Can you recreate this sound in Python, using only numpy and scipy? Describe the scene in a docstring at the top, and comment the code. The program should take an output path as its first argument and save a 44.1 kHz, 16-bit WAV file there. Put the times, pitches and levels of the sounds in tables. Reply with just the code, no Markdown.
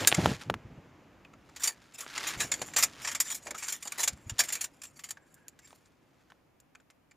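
"""First comes a sharp steel clatter among dull knocks and rubbing: a tape measure is worked into a narrow
brick shaft while the hand-held camera is moved in close. The thin blade slaps, chatters and scrapes on
the bricks, which makes the steel ring; near the end it is mostly light taps of its end hook. A sleeve
brushes the opening and the plastic case scuffs the edge. The shaft answers with a short, dense echo.
Behind it all, a low hush with soft handling noise swells and fades. Left and right are almost the same."""
import sys
import numpy as np
from scipy import signal
from scipy.fft import rfft, irfft, next_fast_len
from scipy.io import wavfile
from scipy.ndimage import uniform_filter1d, map_coordinates

SR = 44100
rng = np.random.default_rng(int(sys.argv[2]) if len(sys.argv) > 2 else 0)


def pcm_store(signal):
    """Save signal as 16-bit PCM."""
    levels = np.round(np.clip(np.atleast_2d(signal), -1, 1) * 32767)
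    wavfile.write(sys.argv[1], SR, levels.astype(np.int16).T)


N = 315756

# Levels in all tables are relative. A fade_s is the time a sound takes to fall by 60 dB.
# the end hook taps the wall: start_s, level_db, brightness_db, pitch_hz
HOOK_TAPS = [(1.2476, -59.5, -16.5, 2497), (1.334, -62, -17, 1350), (1.49, -52, -3, 1320),
             (2.6847, -46.5, -6, 2360), (4.1298, -47, 5, 1680), (5.1703, -54.5, -11.5, 1645),
             (5.341, -53.5, 20.5, 1670), (5.4819, -46, 14, 1725), (5.5902, -45, 4, 1840),
             (5.6736, -49, 6, 1770), (5.7061, -53, -1, 1273), (5.8564, -56.5, 4.5, 1732),
             (6.301, -55.5, -6.5, 1500), (6.6006, -56.5, 12.5, 2330), (6.7499, -47.5, -3.5, 1503),
             (6.8002, -60, -6, 1507), (6.9014, -46.5, 3, 2116), (7.1113, -54, -2.5, 2360)]
# the blade drags over brick: start_s, length_s, level_db
BLADE_SCRAPES = [(0.0, 0.13, -46), (0.186, .13, -55), (1.595, .1, -39), (1.935, 0.027, -52),
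                 (1.977, .05, -41.5), (2.372, .07, -40.5), (2.466, 0.25, -52.5), (2.77, 0.067, -28),
                 (3.014, 0.1, -44.5), (3.242, .125, -38.5), (3.422, 0.053, -53), (3.557, .06, -50),
                 (3.629, .125, -41.5), (3.801, 0.29, -54), (3.977, .065, -37.5), (4.137, 0.21, -67),
                 (4.38, .275, -47.5), (4.712, 0.26, -69), (4.818, 0.055, -62), (4.957, 0.18, -66.5),
                 (5.248, .15, -75), (5.615, 0.14, -64.5), (5.746, 0.16, -77)]


def amp(db):
    """Turn decibels into a gain."""
    return 10 ** (np.asarray(db) / 20)


def unit(x):
    """Scale a signal to an average power of 1."""
    return x / np.sqrt(np.mean(x ** 2) + 1e-20)


def along(points, hz):
    """Read a curve of (pitch_hz, value) points on a log pitch axis."""
    pitches, values = np.transpose(points)
    return np.interp(np.log(hz + 1), np.log(pitches + 1), values)


def peaks(resonances, hz):
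    """Summed gain of (pitch_hz, width_hz, level_db) resonances."""
    return sum(amp(db) / np.sqrt(1 + (2 * (hz - centre) / width) ** 4)
               for centre, width, db in resonances)


def add(track, s, sound):
    """Mix a sound into a track at s seconds."""
    start = max(0, round(s * SR))
    track[start:start + len(sound)] += sound[:N - start]


def coloured(x, gain):
    """Filter by gain(hz), with no ringing ahead of the sound."""
    size = 2 * next_fast_len((N + SR // 4) // 2)
    hz = np.fft.rfftfreq(size, 1 / SR)
    cepstrum = irfft(np.log(np.maximum(gain(hz), 1e-6)), size)
    cepstrum[1:size // 2] *= 2
    cepstrum[size // 2 + 1:] = 0
    return irfft(rfft(x, size) * np.exp(rfft(cepstrum)), size)[..., :N]


def noise(spectrum):
    """Noise shaped by (pitch_hz, level_db) points."""
    return unit(coloured(rng.standard_normal(N), lambda hz: amp(along(spectrum, hz))))


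def wobble(per_s):
    """A smooth curve through per_s random values a second."""
    values = rng.standard_normal(N // 16)
    coarse = np.arange(0, N, 8)
    curve = map_coordinates(values, [coarse * per_s / SR], mode="wrap")
    return np.interp(np.arange(N), coarse, curve)


def wavering_tone(t, hz, width_hz):
    """One resonance shaken at random; a wider one sounds rougher."""
    memory = np.exp(-np.pi * width_hz / SR)
    shaking = rng.standard_normal((2, len(t) + SR // 20))
    drift = signal.lfilter([1 - memory], [1, -memory], shaking)[:, -len(t):]
    phase = 2 * np.pi * hz * t
    return unit(drift[0] * np.cos(phase) + drift[1] * np.sin(phase))


def shifting_noise(depth_db):
    """Noise in which pitches briefly stand out, as when a contact point moves."""
    spectra = signal.stft(rng.standard_normal(N), nperseg=512)[2]
    patches = uniform_filter1d(rng.standard_normal(spectra.shape), size=3, axis=0)
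    patches = unit(uniform_filter1d(patches, size=9, axis=1))
    return unit(signal.istft(spectra * amp(depth_db * patches), nperseg=512)[1][:N])


def strokes(rows, rise_s, release_s):
    """A loudness curve that rises, holds and dies away for each row."""
    t = np.arange(N) / SR
    return sum(amp(db) * (1 - np.exp(-np.maximum(t - s, 0) / rise_s))
               * np.exp(-np.maximum(t - s - length, 0) / release_s) for s, length, db in rows)


def swells(rows):
    """A loudness curve with a lopsided hump for each row."""
    t = np.arange(N) / SR
    return sum(amp(db) * np.exp(-((t - s) / np.where(t < s, rise, fall)) ** 2)
               for s, db, rise, fall in rows)


def stereo_floor(level_db=-73):
    """Faint steady noise, the only thing that sets left apart from right."""
    # its tone: pitch_hz, level_db
    floor_tone = [(30, -5.5), (90, -4), (250, 1), (630, -4), (1600, -13), (4000, -22), (8000, -30),
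                  (15000, -29)]
    return amp(level_db) * noise(floor_tone)


def background(level_db=3, hiss_db=-83):
    """Low background hush with soft handling noise that swells and fades, plus microphone hiss."""
    # hush and handling noise together: time_s, level_db
    background_levels = [(0.6, -58.5), (1.75, -65), (1.97, -69), (2.43, -55.5), (3.43, -64), (3.87, -68.5),
                         (4.4, -61.5), (4.73, -67), (7.16, -73.5)]
    # their tone: pitch_hz, level_db
    background_tone = [(25, -11.5), (45, -4), (85, -2), (130, 0.5), (200, -3), (280, 0.5), (430, -8),
                       (520, -6.5), (700, -9.5), (1050, -11.5), (1500, -15), (2500, -17.5), (4000, -29),
                       (7000, -31), (10000, -46)]
    loudness = amp(np.interp(np.arange(N) / SR, *np.transpose(background_levels)) + level_db)
    return loudness * noise(background_tone) + amp(hiss_db) * rng.standard_normal(N)


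def shaft_echo(sound):
    """Close brick walls return a dense, hollow echo; the treble dies first."""
    # how long the echo lasts: pitch_hz, fade_s
    echo_fades = [(150, 0.29), (1000, 0.11), (4000, 0.088), (12000, 0.04)]
    # the air rings across the shaft: pitch_hz, width_hz, level_db
    air_notes = [(282, 210, 6), (525, 20, 4), (760, 280, 5.5)]
    hz, t, spectra = signal.stft(rng.standard_normal(SR // 2), SR, nperseg=256)
    fading = amp(-60 * t / along(echo_fades, hz)[:, None])
    tail = signal.istft(spectra * fading, SR, nperseg=256)[1]
    tail = np.pad(tail, (130, 0)) / np.linalg.norm(tail)  # arrives 3 ms late
    echo = signal.fftconvolve(sound, tail)[:N]
    return coloured(echo, lambda hz: 1 + peaks(air_notes, hz))


def finger_rubs(rumble_db=-1, rub_db=1, slip_db=4.5):
    """Fingers slip on the camera: a lumpy rumble and a dull rub."""
    # each shift of the fingers: start_s, length_s, rumble_db, rub_db
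    grips = [(0.0, 0.029, -33, -33.5), (0.088, 0.087, -52, -51), (0.178, 0.14, -27.5, -37.5),
             (0.459, 0.086, -37, -58), (0.634, .16, -54.5, -66.5), (2.353, .12, -54, -51.5),
             (2.59, 0.035, -57, -51), (4.087, .24, -56.5, -83)]
    # tone of the rumble: pitch_hz, level_db
    rumble_tone = [(20, -44), (40, -20.5), (70, -8), (110, 0), (180, -3.5), (260, -9.5), (600, -29),
                   (1500, -70)]
    # tone of the rub: pitch_hz, level_db
    rub_tone = [(120, -23.5), (300, 3), (550, -1), (850, -4), (1500, -20), (4000, -30), (12000, -61.5)]
    start, length, *levels = np.transpose(grips)
    rumble, rub = [strokes(zip(start, length, db), rise_s=.0062, release_s=.016) for db in levels]
    slips = unit(amp(slip_db * wobble(60)))
    return slips * (rumble * amp(rumble_db) * noise(rumble_tone) + rub * amp(rub_db) * noise(rub_tone))


def hand_thuds(thud_db=-1, fade_s=.082, rise_s=.0064, sway_hz=110):
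    """Each soft bump of the hand sways the camera a few times."""
    # the bumps: start_s, level_db
    hand_bumps = [(0.341, -33), (0.503, -30.5), (0.543, -37), (0.644, -34.5), (0.71, -41.5), (0.773, -44.5),
                  (2.37, -31), (2.439, -36), (2.609, -42), (4.123, -32.5), (4.26, -34), (4.315, -32)]
    out, t = np.zeros(N), np.arange(SR // 6) / SR
    for s, db in hand_bumps:
        loudness = amp(db + thud_db - 60 * t / fade_s) * (1 - np.exp(-t / rise_s))
        add(out, s, loudness * wavering_tone(t, sway_hz, width_hz=55))
    return coloured(out, lambda hz: 1 / (1 + (hz / 300) ** 4))  # keep only the bass


def knocks(push_db=3, push_cycles=.47, contact_s=.002, snap_db=-4, snap_hz=3000, snap_s=.00033,
           thump_db=-22, thump_hz=115, thump_fade_s=.048, rattle_db=-4, rattle_fade_s=.026):
    """A padded knock is one push and pull with a snap, a low thump and a brief dull rattle."""
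    # knocks on the camera and the tape case: start_s, level_db, pitch_hz
    hits = [(0.047, -19.5, 2970), (0.115, -18.5, 2690), (0.1242, -12, 2330), (0.2572, -11, 694),
            (0.498, -16, 820), (0.5395, -23, 1270), (2.063, -35, 1240), (2.616, -26, 666),
            (2.624, -31, 678), (5.728, -45, 770), (6.319, -44, 1123)]
    out, rattle, t = np.zeros(N), np.zeros(N), np.arange(SR // 6) / SR
    late, onset = t - contact_s, 1 - np.exp(-t / contact_s)
    snap = amp(snap_db) * np.sin(2 * np.pi * snap_hz * late) * np.exp(-(late / snap_s) ** 2)
    thump = amp(thump_db - 60 * t / thump_fade_s) * onset * np.sin(2 * np.pi * thump_hz * t)
    for s, db, hz in hits:
        push = amp(push_db) * np.sin(2 * np.pi * hz * late) * np.exp(-(hz * late / push_cycles) ** 2)
        add(out, s, amp(db) * (push + snap + thump))
        add(rattle, s, amp(db + rattle_db - 60 * t / rattle_fade_s) * onset)
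    rattle *= noise([(80, -7), (400, 4.5), (900, 1), (1800, -1), (3000, -12), (5000, -15.5),
                     (15000, -27)])
    return out + rattle


def sleeve(cloth_db=1, fold_db=2, fibre_db=3, sand_db=-8, grains_per_s=160):
    """Cloth drags over rough brick, catching on folds and fibres and crunching loose sand."""
    # sweeps along the opening: fastest_s, level_db, rise_s, fall_s
    sweeps = [(0.01, -37, 0.033, 0.033), (0.27, -39.5, 0.17, .07), (0.4, -58, .04, 0.089),
              (0.42, -49.5, 0.016, 0.013), (1.65, -66, 0.22, 0.24), (2.29, -40, 0.17, 0.062),
              (2.6, -59.5, 0.6, 0.57), (3.1, -55, 0.25, 0.13), (3.72, -59, 0.25, 0.092),
              (3.95, -52, 0.05, 0.15), (4.51, -55, 0.17, 0.13), (5.66, -75, 0.13, 0.25),
              (6.23, -77, .25, 0.16)]
    # tone of the cloth: pitch_hz, level_db
    cloth_tone = [(88, -47.5), (150, -18.5), (300, -7.5), (477, -12.5), (1160, -2), (1350, 0.5), (1700, 0),
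                  (5200, -8), (5610, -9), (6810, -9), (15000, -28)]
    cloth = unit(noise(cloth_tone) * amp(fold_db * wobble(40) + fibre_db * wobble(600)))
    grains = (rng.random(N) < grains_per_s / SR) * rng.standard_normal(N)
    sand = unit(signal.lfilter(*signal.butter(2, [1500, 6500], "bandpass", fs=SR), grains))
    return swells(sweeps) * (amp(cloth_db) * cloth + amp(sand_db) * sand)


def case_scuffs(body_db=-8, fade_s=.058, rise_s=.0015):
    """The plastic tape case judders on the brick edge with short, hollow notes."""
    # the judders: start_s, level_db, pitch_hz
    judders = [(3.461, -36, 710), (3.475, -27, 697), (3.506, -54, 1261), (3.51, -28, 597),
               (3.545, -24.5, 1368), (3.855, -33, 827)]
    out, t = np.zeros(N), np.arange(SR // 5) / SR
    for s, db, hz in judders:
        loudness = amp(db + body_db - 60 * t / fade_s) * (1 - np.exp(-t / rise_s))
        add(out, s, loudness * wavering_tone(t, hz, width_hz=160))
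    return out


def hook_clinks(clink_db=-9, fade_s=.0077):
    """Every light tap jiggles the loose hook on its rivets."""
    out, t = np.zeros(N), np.arange(SR // 10) / SR
    for s, db, *_ in HOOK_TAPS:
        ring = sum(wavering_tone(t, hz, width_hz=250) for hz in (3610, 5070))
        add(out, s, amp(db + clink_db - 60 * t / fade_s) * ring)
    return out


def hook_ping(crack_db=-6, crack_fade_s=.012):
    """The end hook hits hard once: it cracks and rings."""
    # the hit: start_s, level_db
    hard_hit = (0.0735, -19.5)
    # the hook's ringing notes: pitch_hz, level_db, fade_s
    hook_notes = [(1653, -2, .053), (3736, -8, .073), (4856, -13, .067), (7321, 0, .032), (9140, -1, .11),
                  (10340, -12, .052)]
    out, t = np.zeros(N), np.arange(SR // 3) / SR
    s, db = hard_hit
    add(out, s, amp(crack_db - 60 * t / crack_fade_s))
    out *= noise([(1000, -22.5), (4000, -4), (7200, -1.5), (10000, -4.5), (15000, -17.5)])
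    for hz, note_db, fade_s in hook_notes:
        add(out, s, amp(db + note_db - 60 * t / fade_s) * np.sin(2 * np.pi * hz * t))
    return out


def blade_song(stutter_db=7):
    """Friction makes the sliding blade sing faintly and unevenly."""
    # when it sings: loudest_s, level_db, rise_s, fall_s
    slides = [(5.2, -64, 0.033, 0.082), (5.34, -66, .06, .2)]
    # its notes: pitch_hz, width_hz, level_db
    song_notes = [(1640, 65, 0.5), (7500, 190, -15), (9150, 200, -20)]
    t = np.arange(N) / SR
    song = sum(amp(db + stutter_db * wobble(60)) * wavering_tone(t, hz, width)
               for hz, width, db in song_notes)
    return swells(slides) * unit(song)


def contacts(rows, rise_s, hit_db, chatter_db, bend_db, bend_width_hz):
    """Each contact is a dying burst of tiny bounces: low, middle and top force, and a bending note."""
    bounces = unit(shifting_noise(depth_db=2.8) * amp(chatter_db * wobble(700)))
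    force, notes, t = np.zeros((3, N)), np.zeros(N), np.arange(SR // 6) / SR
    for s, db, flex_db, top_db, fade_s, note_hz in rows:
        burst = amp(db + hit_db - 60 * t / fade_s) * (1 - np.exp(-t / rise_s))
        for band, band_db in zip(force, (flex_db, 0, top_db)):
            add(band, s, (burst * amp(band_db)) ** 2)  # overlapping bursts add in power
        add(notes, s, burst * amp(flex_db + bend_db) * wavering_tone(t, note_hz, bend_width_hz))
    return np.vstack([np.sqrt(force) * bounces, notes])


def skips(per_s=45, weakest_db=4.5, spread_db=11, flex_db=-1, top_db=-5, fade_s=.017, note_hz=2027):
    """List the tiny contacts of a dragging blade as it skips over sand at random."""
    return [(s + where * length, db + weakest_db + spread_db * size ** 2, flex_db, top_db, fade_s, note_hz)
            for s, length, db in BLADE_SCRAPES for where, size in rng.random((round(length * per_s), 2))]


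def taps(flex_db=3, top_db=-8, fade_s=.035):
    """List the hook's taps: a bright one trades low flexing for top sizzle."""
    return [(s, db, flex_db - bright_db, top_db + bright_db, fade_s, hz)
            for s, db, bright_db, hz in HOOK_TAPS]


def slaps(flex_db=-4.5, top_db=-3, firm_db=-19, note_hz=2027, note_spread=.13):
    """List the flat blade's slaps: soft or dull ones flex more, and each bends a different length."""
    # the blade slaps the brick: start_s, level_db, brightness_db, fade_s
    hits = [(0.0728, -4, 6.5, .047), (0.1444, -9, -9, .03), (1.5609, -31.5, -2, 0.068),
            (1.6338, -16.5, 3, 0.1), (1.6736, -12.5, 5, 0.047), (2.0058, -27, 5, 0.044),
            (2.177, -15, -10, 0.022), (2.2702, -26, 4, 0.1425), (2.4023, -18, -5, 0.14),
            (2.5157, -13.5, -5.5, 0.054), (2.5375, -20, -5, 0.053), (2.6151, -18.5, -4.5, 0.047),
            (2.7357, -27.5, -5, 0.048), (2.762, -11.5, 0, 0.072), (2.7804, -17.5, 2, 0.11),
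            (2.8243, -11.5, 2.5, .07), (2.8333, -3.5, 4.5, .03), (3.046, -25, -14, .09),
            (3.072, -22.5, -7.5, 0.13), (3.1142, -21.5, -5.5, 0.043), (3.1477, -18.5, -4, 0.061),
            (3.201, -10.5, 7, 0.061), (3.298, -33, 6, 0.084), (3.3445, -29, 9.5, .085),
            (3.4674, -26.5, -11, 0.044), (3.5068, -18.5, -5.5, 0.028), (3.546, -32.5, -7, 0.058),
            (3.5773, -33, 2.5, 0.16), (3.6234, -29, -8, 0.099), (3.68, -24, -0.5, 0.1),
            (3.7225, -23, 5, 0.067), (3.8247, -25.5, 0.5, 0.047), (3.8727, -21.5, -2, 0.036),
            (3.9202, -20.5, 1.5, 0.031), (4.0012, -20.5, 3, 0.1), (4.0312, -13, 1.5, 0.063),
            (4.0757, -9.5, -0.5, .044), (4.295, -21.5, -3, 0.041), (4.3824, -22.5, -3, .05),
            (4.39, -9, 0.5, 0.072), (4.4006, -7, -1, 0.048), (4.4349, -24.5, 2.5, .07),
            (4.4847, -24, 1, 0.058), (4.501, -21, -10.5, 0.028), (4.5232, -21.5, 6.5, .09),
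            (4.5514, -19.5, 4, 0.036), (4.6085, -23.5, 6, 0.083), (4.6405, -19, 3, 0.0434),
            (4.817, -29, 2.5, 0.029), (4.8344, -29, 0.5, 0.045), (4.851, -33.5, 1, 0.04),
            (4.991, -34.5, -3, 0.052), (5.0363, -31, 1, 0.088), (5.0876, -32.5, 3.5, .05),
            (5.1057, -22, 3.5, 0.04)]
    pitches = note_hz * np.exp(note_spread * rng.standard_normal(len(hits)))
    rows = []
    for (s, db, bright_db, fade_s), hz in zip(hits, pitches):
        low_db = flex_db - .0961 * (db - firm_db) - .46 * bright_db
        rows.append((s, db, low_db, top_db + bright_db, fade_s, hz))
    return rows


def steel(hz):
    """How strongly the curved steel strip answers at each pitch."""
    # its broad tone: pitch_hz, level_db
    blade_tone = [(120, -56), (200, -25), (874, -9.5), (1070, -6), (1430, -7), (2210, -5), (3890, -10),
                  (4500, -10.5), (6240, -6.5), (7090, -5), (8050, -7), (11800, -13.5), (15500, -17.5)]
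    # its resonances: pitch_hz, width_hz, level_db
    strip_notes = [(1780, 90, -4), (2270, 60, -3), (2425, 50, -5), (3550, 150, -11), (3955, 50, -7),
                   (4310, 50, -8), (4630, 60, 1), (5135, 55, -4), (5645, 55, -2), (5995, 50, -6),
                   (6550, 120, -3), (6800, 120, -4), (6978, 70, 6), (7170, 100, -2), (7370, 90, 4),
                   (7600, 130, -1), (8750, 150, -2), (10480, 140, -4), (12100, 80, -4), (14100, 100, -5)]
    return unit(amp(along(blade_tone, hz)) * (1 + peaks(strip_notes, hz)))


def blade(grit_db=3.5, catch_db=3.5, flex_hz=3000, top_hz=8500):
    """Slaps, taps and gritty dragging all shake the same steel strip."""
    catches = amp(catch_db * wobble(70))
    pressure = strokes(BLADE_SCRAPES, rise_s=.006, release_s=.016)
    drag = pressure * unit(shifting_noise(depth_db=6) * catches * amp(grit_db * wobble(1100)))
    tapping = contacts(taps(), rise_s=.0012, hit_db=2, chatter_db=6, bend_db=-8, bend_width_hz=180)
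    flat_side = dict(hit_db=-2.5, chatter_db=1, bend_db=-10.5, bend_width_hz=160)
    slapping = contacts(slaps(), rise_s=.003, **flat_side)
    skipping = contacts(skips(), rise_s=.0012, **flat_side)
    flex, middle, top, notes = tapping + slapping + skipping
    # each part of the force keeps its own range of pitches
    size = next_fast_len(N + SR // 4)
    hz = np.fft.rfftfreq(size, 1 / SR)
    low = 1 / (1 + (hz / flex_hz) ** 6)
    high = 1 - 1 / (1 + (hz / top_hz) ** 6)
    spectrum = rfft(flex, size) * low + rfft(middle, size) * (1 - low - high) + rfft(top, size) * high
    force = irfft(spectrum, size)[:N]
    return coloured(force + drag, steel) + notes


def scene(echo_db=-18):
    """Tape and sleeve echo in the shaft; handling reaches the microphone directly."""
    inside = blade() + hook_ping() + blade_song() + hook_clinks() + case_scuffs() + sleeve()
    echo = amp(echo_db) * shaft_echo(inside)
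    centre = inside + echo + knocks() + hand_thuds() + finger_rubs() + background()
    side = stereo_floor()
    return np.array([centre + side, centre - side])


def record(dry):
    """The microphone rounds off loud peaks, has a notch in the treble and drops the very top."""
    # its response: pitch_hz, level_db
    response = [(20, -7), (60, 0), (7000, 0), (7680, 1), (8030, -9), (8550, -1), (10000, 0), (15300, 0),
                (15800, -22)]
    ceiling, top_hz = .8, 15900
    size = next_fast_len(N + SR // 4)
    hz = np.fft.rfftfreq(size, 1 / SR)
    rounded = dry / (1 + (dry / ceiling) ** 4) ** .25
    gain = amp(along(response, hz)) * (hz < top_hz)
    return irfft(rfft(rounded, size) * gain, size)[..., :N]


dry = scene()
out = record(dry)
pcm_store(out)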